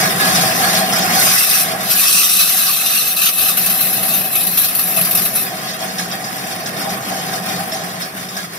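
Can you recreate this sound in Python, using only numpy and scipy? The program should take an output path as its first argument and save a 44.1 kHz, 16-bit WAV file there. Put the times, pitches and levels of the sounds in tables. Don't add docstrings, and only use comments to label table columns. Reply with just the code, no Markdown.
import sys
import numpy as np
from scipy import signal
from scipy.fft import rfft, irfft, next_fast_len
from scipy.io import wavfile
from scipy.ndimage import uniform_filter1d

SR = 44100
rng = np.random.default_rng(int(sys.argv[2]) if len(sys.argv) > 2 else 0)


def unload_wav(signal):
    wavfile.write(
        sys.argv[1],
        SR,
        np.round(np.clip(np.atleast_2d(signal).T, -1, 1) * 32767).astype(np.int16),
    )


N = 378378
T = np.arange(N) / SR
FFT_SIZE = next_fast_len(N)
FFT_HZ = np.fft.rfftfreq(FFT_SIZE, 1 / SR)


# (time [s], scrape [dB], tearing [dB])
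CUT_DEPTH = [(0.2, -4, -2.5), (1.2, -13.5, -8.5), (1.61, -7.5, -8), (1.91, -9.5, -12.5), (2.08, -5.5, -4.5),
             (2.7, -8.5, -13), (2.95, -4.5, -8.5), (3.15, -10, -13.5), (3.28, -6, -9), (3.36, -9.5, -16.5),
             (3.49, -8.5, -13), (3.6, -12.5, -17.5), (4.1, -12, -19), (4.5, -14, -18.5), (4.6, -12.5, -19),
             (4.8, -16, -20), (5.45, -14.5, -18.5)]
# (time [s], dip [dB], length [s])
SKIPS = [(1.47, 2, 0.036), (2.84, 3, 0.14), (3.14, 0.5, 0.081), (3.34, 3, 0.11), (3.55, 5, 0.042),
         (4.23, 9, 0.017), (4.3, 5, 0.04), (4.725, 7, 0.072), (4.87, 3, 0.054), (4.94, 3, 0.036),
         (5.09, 2, 0.045), (5.31, 6, 0.062)]
# (frequency [Hz], relative level [dB])
HISS_EQ = [(4410, -72), (7500, -3.5), (7610, -39), (9500, -21), (9980, 4), (11900, 4.5), (14100, 3),
           (14800, -4), (15500, -53)]
SCRAPE_EQ = [(980, -60), (1130, -8), (2200, -15), (2700, -4.5), (3450, -9.5), (3800, -10), (4300, -4),
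             (4600, -19.5), (5500, -22.5), (6500, -11), (8000, -34)]
TEAR_EQ = [(2650, -45), (4650, -5), (4900, -7.5), (5600, -0.5), (6180, -15), (6400, -7), (6600, -8),
           (6870, -11), (7010, -19), (9410, -1.5), (10500, -0.5), (13600, -35), (22000, -120)]
# (frequency [Hz], width [Hz], relative level [dB])
BLADE_MODES = [(9370, 100, -6), (10080, 60, -3), (10300, 90, -2), (11045, 70, -1), (11650, 80, -2),
               (12160, 70, 1), (12400, 70, 0), (12610, 50, -1), (13030, 60, -2), (13400, 50, 0),
               (14000, 90, -3), (14600, 80, 0), (15270, 150, -5), (15600, 80, -8)]
SHANK_MODES = [(1165, 70, -5), (1280, 160, -10), (2480, 120, -6), (2620, 150, 2), (2970, 110, -6),
               (3300, 70, -8), (3672, 50, 5), (3935, 70, -1), (4040, 100, 0), (4478, 45, -3),
               (4690, 60, -6), (6095, 60, -4)]
TEAR_MODES = [(4920, 60, 4), (5145, 45, 3), (5700, 70, 4), (5960, 120, 4), (6330, 90, 3), (7040, 100, 1),
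              (7670, 90, 1), (8100, 120, 3), (8410, 70, 0), (8700, 110, 4), (9360, 120, 5)]


def gouge(noise):
    turn_s, ridges = 0.22, 11
    throb_db = 0.55 * np.cos(2 * np.pi * ridges * T / turn_s + 1.3)
    pressure = contact() * amp(dips(SKIPS) + throb_db + 1.43 * wander(10.0))
    catches = bites()
    blade_force = pressure + catches
    shank_force = pressure + amp(4) * catches
    shank_force *= amp(curve(CUT_DEPTH, column=1) + 0.45 * wander(11.0))
    tear_force = blade_force * amp(curve(CUT_DEPTH, column=2))
    hiss = ring(blade_force, noise, HISS_EQ, BLADE_MODES, modes_db=10.5, band_hz=(9500, 15000))
    scrape = ring(shank_force, noise, SCRAPE_EQ, SHANK_MODES, modes_db=1.5, band_hz=(2300, 4200))
    tear = ring(tear_force, noise, TEAR_EQ, TEAR_MODES, modes_db=0.5, band_hz=(7000, 9300))
    return hiss + scrape + tear


# (full contact [s], lift-off [s], level at contact [dB], level at lift-off [dB])
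PASSES = [(0.223, 0.767, -34.5, -29), (1.22, 1.611, -19, -17.5), (1.902, 5.423, -17.5, -21.5)]


def contact():
    entry_db_per_s, lift_db_per_s = 208, 230
    pressure = np.zeros(N)
    for on, off, on_db, off_db in PASSES:
        held_db = np.interp(T, (on, off), (on_db, off_db))
        fade_db = entry_db_per_s * np.maximum(on - T, 0) + lift_db_per_s * np.maximum(T - off, 0)
        pressure += amp(held_db - fade_db)
    return pressure


# (time [s], strength [dB], decay [s])
BITES = [(1.147, -22, .012), (1.195, -17, .012), (1.379, -14, .012), (1.494, -26, 0.011),
         (1.903, -24, 0.015), (1.995, -28, .015), (2.055, -30, .015), (2.1271, -29, 0.018),
         (2.178, -22, .015), (2.24, -32, .01), (2.32, -32, .015), (2.391, -19.5, 0.027),
         (2.857, -20, 0.011), (3.1634, -17.5, 0.019), (3.214, -14, 0.021), (3.257, -17, 0.016),
         (3.381, -15, 0.018), (3.456, -22.5, 0.023), (3.483, -15.5, 0.015), (3.571, -17, 0.014),
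         (3.66, -15, .012), (3.698, -14, 0.011), (3.806, -13, 0.0099), (3.927, -19, .012),
         (3.967, -24, 0.01), (4.026, -22.5, 0.019), (4.084, -18, .012), (4.135, -15.5, 0.028),
         (4.352, -13, 0.014), (4.403, -19, .01), (4.43, -26, .01), (4.468, -11, 0.0086),
         (4.529, -41, 0.019), (4.572, -11, 0.021), (4.6431, -13, 0.01), (4.683, -18, 0.013),
         (4.7496, -12, 0.0052), (4.789, -12, 0.0098), (4.838, -20, .005), (4.868, -23, 0.016),
         (4.962, -13.5, 0.02), (5.0117, -12, .006), (5.05, -15, .005), (5.11, -12, 0.0054),
         (5.149, -8, 0.0083), (5.172, -27, 0.011), (5.218, -19, 0.016), (5.252, -15, 0.0096),
         (5.3524, -17, 0.028)]


def bites():
    t = T[:SR // 4]
    force = np.zeros(N + len(t))
    for start, db, decay_s in BITES:
        attack = 1 - np.exp(-t / (0.19 * decay_s))
        force[int(start * SR):][:len(t)] += amp(db) * attack * np.exp(-t / decay_s)
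    return force[:N]


# (time [s], level [dB], housing against rumble [dB])
DRIVE_LEVELS = [(0.0, -25.5, 2), (0.6, -26.5, 4.5), (1.22, -27, 5), (1.38, -37.5, 6), (1.62, -35.5, 4),
                (1.74, -28.5, 7), (1.92, -33.5, 0.5), (2.02, -38, -1), (2.5, -40.5, 2.5), (3.3, -39, 0.5),
                (3.5, -36, 1.5), (4.13, -34, 1.5), (4.7, -37, 0), (5.0, -33, 0.5), (6.55, -34.5, 2),
                (6.8, -31.5, -1), (7.75, -33, 4), (8.58, -37.5, -9)]
# (frequency [Hz], relative level [dB])
RUMBLE_EQ = [(24, -58), (40, -35), (182, -1.5), (442, -10), (746, -5.5), (920, -16.5), (1030, -10.5),
             (1780, -11.5), (3000, -21), (3900, -35), (6600, -120)]
# (frequency [Hz], width [Hz], relative level [dB])
BED_MODES = [(105.3, 7.8, -6), (136, 22.5, -2), (174.6, 8.8, 7.5), (190.7, 21.6, 4), (391, 34, -5.5),
             (487, 22, -4.5), (1034, 14, -4), (1848, 34, -2.5)]
HOUSING_MODES = [(649, 34, -2), (694, 21, -8.5), (752, 46, 0.5), (715, 39, -8), (792.7, 23, -4)]
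# (time [s], strength [dB])
BOOMS = [(0.8, -23), (1.15, -29), (2.53, -32), (2.82, -26), (4.95, -25), (5.5, -33), (5.8, -24),
         (6.85, -17), (7.1, -17.5), (7.32, -29), (7.47, -24), (8.35, -29)]


def drive(noise):
    bed_force = amp(curve(DRIVE_LEVELS, column=1) + 0.25 * lulls() + 0.43 * wander(2.4))
    housing_force = bed_force * amp(curve(DRIVE_LEVELS, column=2) + 0.65 * wander(57.0))
    housing_force += jolts(BOOMS, attack_s=0.0088, decay_s=0.027)
    housing_eq = [(400, -38.5), (1100, -17.5), (1500, -73.5)]  # (frequency [Hz], relative level [dB])
    bed = ring(bed_force, noise, RUMBLE_EQ, BED_MODES, modes_db=0.13, band_hz=(100, 250))
    housing = ring(housing_force, noise, housing_eq, HOUSING_MODES, modes_db=0, band_hz=(600, 820))
    return bed + housing


# (time [s], relative strength [dB])
CLANKS = [(0.0184, -42), (0.196, -22.5), (0.3501, -20), (0.606, -37), (0.6923, -26), (0.749, -22),
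          (0.9218, -20), (1.0221, -22), (1.2516, -32), (1.4317, -19.5), (1.5105, -16), (1.916, -27),
          (2.6664, -18), (3.4491, -35), (4.6344, -25), (5.1736, -21), (5.6855, -29), (5.8042, -28),
          (5.984, -22), (6.1135, -25.5), (6.2415, -25), (6.3809, -31), (6.4816, -35), (6.5116, -27),
          (6.6605, -21), (6.765, -30.5), (6.8138, -29), (6.8927, -25.5), (7.0229, -35), (7.332, -27),
          (7.4559, -28), (7.4859, -25), (7.718, -22.5), (8.0047, -33), (8.0193, -23), (8.2866, -27),
          (8.3668, -25.5)]
# (frequency [Hz], relative level [dB])
STEEL_EQ = [(2500, -29), (3500, -17.5), (4200, -10.5), (5300, -17.5), (6450, -8.5), (6700, -33),
            (7100, -11), (8500, -41)]
# (frequency [Hz], width [Hz], relative level [dB])
PLATE_MODES = [(1652, 30, -6), (3670, 110, -5), (4830, 60, -8), (5140, 60, -5), (5412, 45, 3),
               (5890, 60, -10), (8100, 90, -14)]


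def clanks(noise):
    strikes = amp(17) * impulses(CLANKS)
    pan = amp(at_hz(MACHINE_PAN, FFT_HZ) / 2)
    placement = np.array([pan, np.exp(-1j * at_hz(MACHINE_PHASE, FFT_HZ)) / pan])
    blows = irfft(rfft(strikes, FFT_SIZE) * placement, FFT_SIZE)[:, :N]
    bounces = amp(1.5) * jolts(CLANKS, attack_s=0.001, decay_s=0.0069) * noise
    return ring(blows + bounces, np.ones((2, N)), STEEL_EQ, PLATE_MODES,
                modes_db=9, band_hz=(4500, 6200), order=1)


# (time [s], level [dB])
RATTLE_LEVELS = [(0.0, -25), (0.75, -24.5), (1.05, -25), (1.34, -22.5), (1.6, -32.5), (1.91, -30.5),
                 (2.3, -39.5), (2.7, -33), (3.2, -42), (3.6, -34.5), (4.5, -39.5), (5.2, -35), (5.6, -33),
                 (6.5, -38.5), (7.3, -35), (7.9, -36), (8.58, -39.5)]
# (frequency [Hz], relative level [dB])
WHIRR_EQ = [(530, -35), (960, -12), (1080, 3.5), (1820, 3), (2690, 0), (3760, -6), (4180, -13),
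            (4650, -10.5), (5240, -6.5), (6400, -13), (6700, -36), (6850, -26), (7800, -6.5), (9740, -3.5),
            (11000, -1.5), (15500, -11.5)]
# (frequency [Hz], width [Hz], relative level [dB])
LOOSE_MODES = [(1652, 35, 1), (3290, 70, -6), (3660, 110, -6), (4460, 100, -1), (4830, 60, -2),
               (5140, 60, -4), (5405, 70, -2), (5700, 60, -8), (5885, 70, -9), (3065, 50, -9),
               (5040, 50, -6), (6420, 140, -9), (6880, 100, -14), (7310, 130, -9), (8090, 90, -10)]


def rattle(noise):
    aftershake = amp(-6.5) * jolts(CLANKS, attack_s=0.0044, decay_s=0.019)
    level_db = 20 * np.log10(amp(curve(RATTLE_LEVELS, column=1)) + aftershake) + lulls()
    smooth_db = uniform_filter1d(level_db, size=SR // 2)
    whirr_force = amp(smooth_db + 0.58 * (level_db - smooth_db) - 9.0 + 2.04 * wander(17.0))
    steel_force = amp(level_db + wander(22.0))
    whirr = ring(whirr_force, noise, WHIRR_EQ, modes=[], modes_db=0, band_hz=(4500, 6200))
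    steel = ring(steel_force, noise, STEEL_EQ, LOOSE_MODES, modes_db=2.0, band_hz=(4500, 6200))
    return whirr + steel


# (time [s], dip [dB], length [s])
LULLS = [(0.15, 8, 0.12), (0.55, 4.5, 0.21), (0.86, 7.5, 0.16), (1.07, 6, 0.068), (1.46, 8, 0.15),
         (1.77, 9, 0.066), (2.36, 3, 0.076), (2.79, 6, 0.091), (3.34, 12, 0.058), (4.3, 6, .08),
         (5.32, 5, 0.18), (5.57, 4.5, 0.29), (5.78, 6, 0.11), (5.95, 5.5, 0.054), (6.07, 2.5, 0.057),
         (6.2, 3, 0.23), (6.59, 2.5, 0.12), (6.72, 4.5, 0.078), (6.99, 7.5, 0.064), (7.41, 7, 0.048),
         (7.68, 4.5, 0.12), (8.0, 3.5, 0.27), (8.12, 8, 0.08), (8.29, 6.5, 0.066), (8.49, 8, 0.073)]


def lulls():
    return dips(LULLS)


# (time [s], peak before panning [dB])
DINGS = [(0.1975, -15), (0.605, -21)]


def guard():
    pitch_hz, t60_s = 1666, 0.56
    t = T[:SR // 2]
    note = np.sin(2 * np.pi * pitch_hz * t) * amp(-60 * t / t60_s)
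    ding = signal.oaconvolve(impulses(DINGS), note)[:N]
    return np.array([amp(-2) * ding, amp(2) * np.roll(ding, 17)])


def shed(sound):
    t60_s, predelay_s = 0.2, 0.004
    t = T[:SR // 3]
    tail = rng.standard_normal((2, len(t))) * amp(-60 * t / t60_s) * (t > predelay_s)
    return signal.oaconvolve(sound, tail / np.linalg.norm(tail[0]), axes=1)[:, :N]


def flicker(sound, depth_db):
    spectrogram = signal.stft(sound, nperseg=512)[2]
    patches = uniform_filter1d(rng.standard_normal(spectrogram.shape[1:]), size=2, axis=0)
    patches = uniform_filter1d(patches, size=6, axis=1)
    return signal.istft(spectrogram * amp(depth_db * unit_rms(patches)), nperseg=512)[1][:, :N]


def ring(force, carrier, eq, modes, modes_db, band_hz, order=2):
    size = 8192
    hz = np.fft.rfftfreq(size, 1 / SR)
    power = amp(at_hz(eq, hz)) ** 2
    for centre, width, db in modes:
        power += amp(db + modes_db) ** 2 / (1 + (2 * (hz - centre) / width) ** 2) ** order
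    in_band = (hz > band_hz[0]) & (hz < band_hz[1])
    power /= 2 * power[in_band].sum() / size
    cepstrum = irfft(np.log(power + 1e-9) / 2)
    cepstrum[1:size // 2] *= 2
    cepstrum[size // 2 + 1:] = 0
    response = irfft(np.exp(rfft(cepstrum)))
    shifted = np.roll(carrier, rng.integers(N), axis=1)
    return signal.oaconvolve(force * shifted, response[None], axes=1)[:, :N]


def stereo_noise(likeness, pan, phase):
    shared, own = rfft(rng.standard_normal((2, N)), FFT_SIZE)
    share = np.clip(at_hz(likeness, FFT_HZ), 0, 1)
    left_gain = amp(at_hz(pan, FFT_HZ) / 2)
    right = share * shared * np.exp(-1j * at_hz(phase, FFT_HZ)) + np.sqrt(1 - share ** 2) * own
    return irfft(np.array([shared * left_gain, right / left_gain]), FFT_SIZE)[:, :N]


def impulses(rows):
    clicks = np.zeros(N)
    times, db = np.transpose(rows)
    clicks[(times * SR).astype(int)] = amp(db)
    return clicks


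def jolts(rows, attack_s, decay_s):
    t = T[:SR // 4]
    shape = np.exp(-t / decay_s) * (1 - np.exp(-t / attack_s))
    return signal.oaconvolve(impulses(rows), shape)[:N]


def dips(rows):
    return -sum(db * np.exp(-(2 * (T - time) / length) ** 2) for time, db, length in rows)


def wander(rate_hz):
    pole = np.exp(-2 * np.pi * rate_hz / SR)
    return unit_rms(signal.lfilter([1], [1, -pole], rng.standard_normal(N)))


def curve(rows, column):
    columns = np.transpose(rows)
    return np.interp(T, columns[0], columns[column])


def at_hz(rows, hz):
    frequencies, values = np.transpose(rows)
    return np.interp(np.log(hz + 1), np.log(frequencies + 1), values)


def amp(db):
    return 10 ** (np.asarray(db) / 20)


def unit_rms(x):
    return x / np.sqrt(np.mean(x ** 2) + 1e-20)


# (frequency [Hz], left-right likeness [0 to 1])
MACHINE_LIKENESS = [(60, 1), (200, 1), (400, 0.67), (800, 0.62), (1500, 0.35), (2900, .25), (4500, 0.7),
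                    (5400, .65), (6700, .4), (8000, .12), (9800, .35), (10500, .1), (15000, 0.05)]
CUT_LIKENESS = [(1200, 0.5), (2000, .1), (2600, .5), (3250, .15), (3900, 0.8), (4400, .35), (7000, .5),
                (9500, .55), (11300, .3), (13300, .55), (14200, .3), (14700, .7), (15200, .25)]
# (frequency [Hz], left minus right [dB])
MACHINE_PAN = [(60, -0.5), (270, -.5), (600, 2), (1300, -4), (2100, -3.5), (3300, 4.5), (5500, -3),
               (9000, 1.5), (15000, 12)]
CUT_PAN = [(1200, -4.5), (2400, 1.5), (3500, 1.5), (5500, -3), (9000, 0.5), (15000, 5.5)]
# (frequency [Hz], left lead [rad])
MACHINE_PHASE = [(0, 0), (500, -.3), (860, .9), (1200, 2.0), (1720, 4.1), (2240, 6.4), (2930, 9.3),
                 (3530, 12.7), (4300, 15.7), (4650, 15.8), (5200, 18.6), (5700, 18.9), (6400, 22),
                 (8100, 22), (10000, 28.4), (15200, 39.5)]
CUT_PHASE = [(0, 0), (1290, 0.6), (2600, .8), (3000, 2.4), (3500, 6), (4600, 6.5), (6300, 7.5), (6750, 9.3),
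             (7450, 9.3), (8050, 12.8), (9800, 14), (11200, 15.5), (11900, 18.9), (12600, 19.4),
             (13300, 20.8), (14650, 21.3), (15200, 22)]


def scene():
    machine = stereo_noise(MACHINE_LIKENESS, MACHINE_PAN, MACHINE_PHASE)
    cut = stereo_noise(CUT_LIKENESS, CUT_PAN, CUT_PHASE)
    bright = flicker(rattle(machine) + gouge(cut), depth_db=3.1) + clanks(machine) + guard()
    return drive(machine) + bright + amp(-10.0) * shed(bright)


def record(dry):
    cutoff_hz = 15640
    clipped = 1.1 * dry / (1 + abs(dry) ** 4) ** 0.25
    lowpass = signal.firwin(511, cutoff_hz, window=("kaiser", 9), fs=SR)
    return signal.oaconvolve(clipped, lowpass[None], "same")


dry = scene()
out = record(dry)
unload_wav(out)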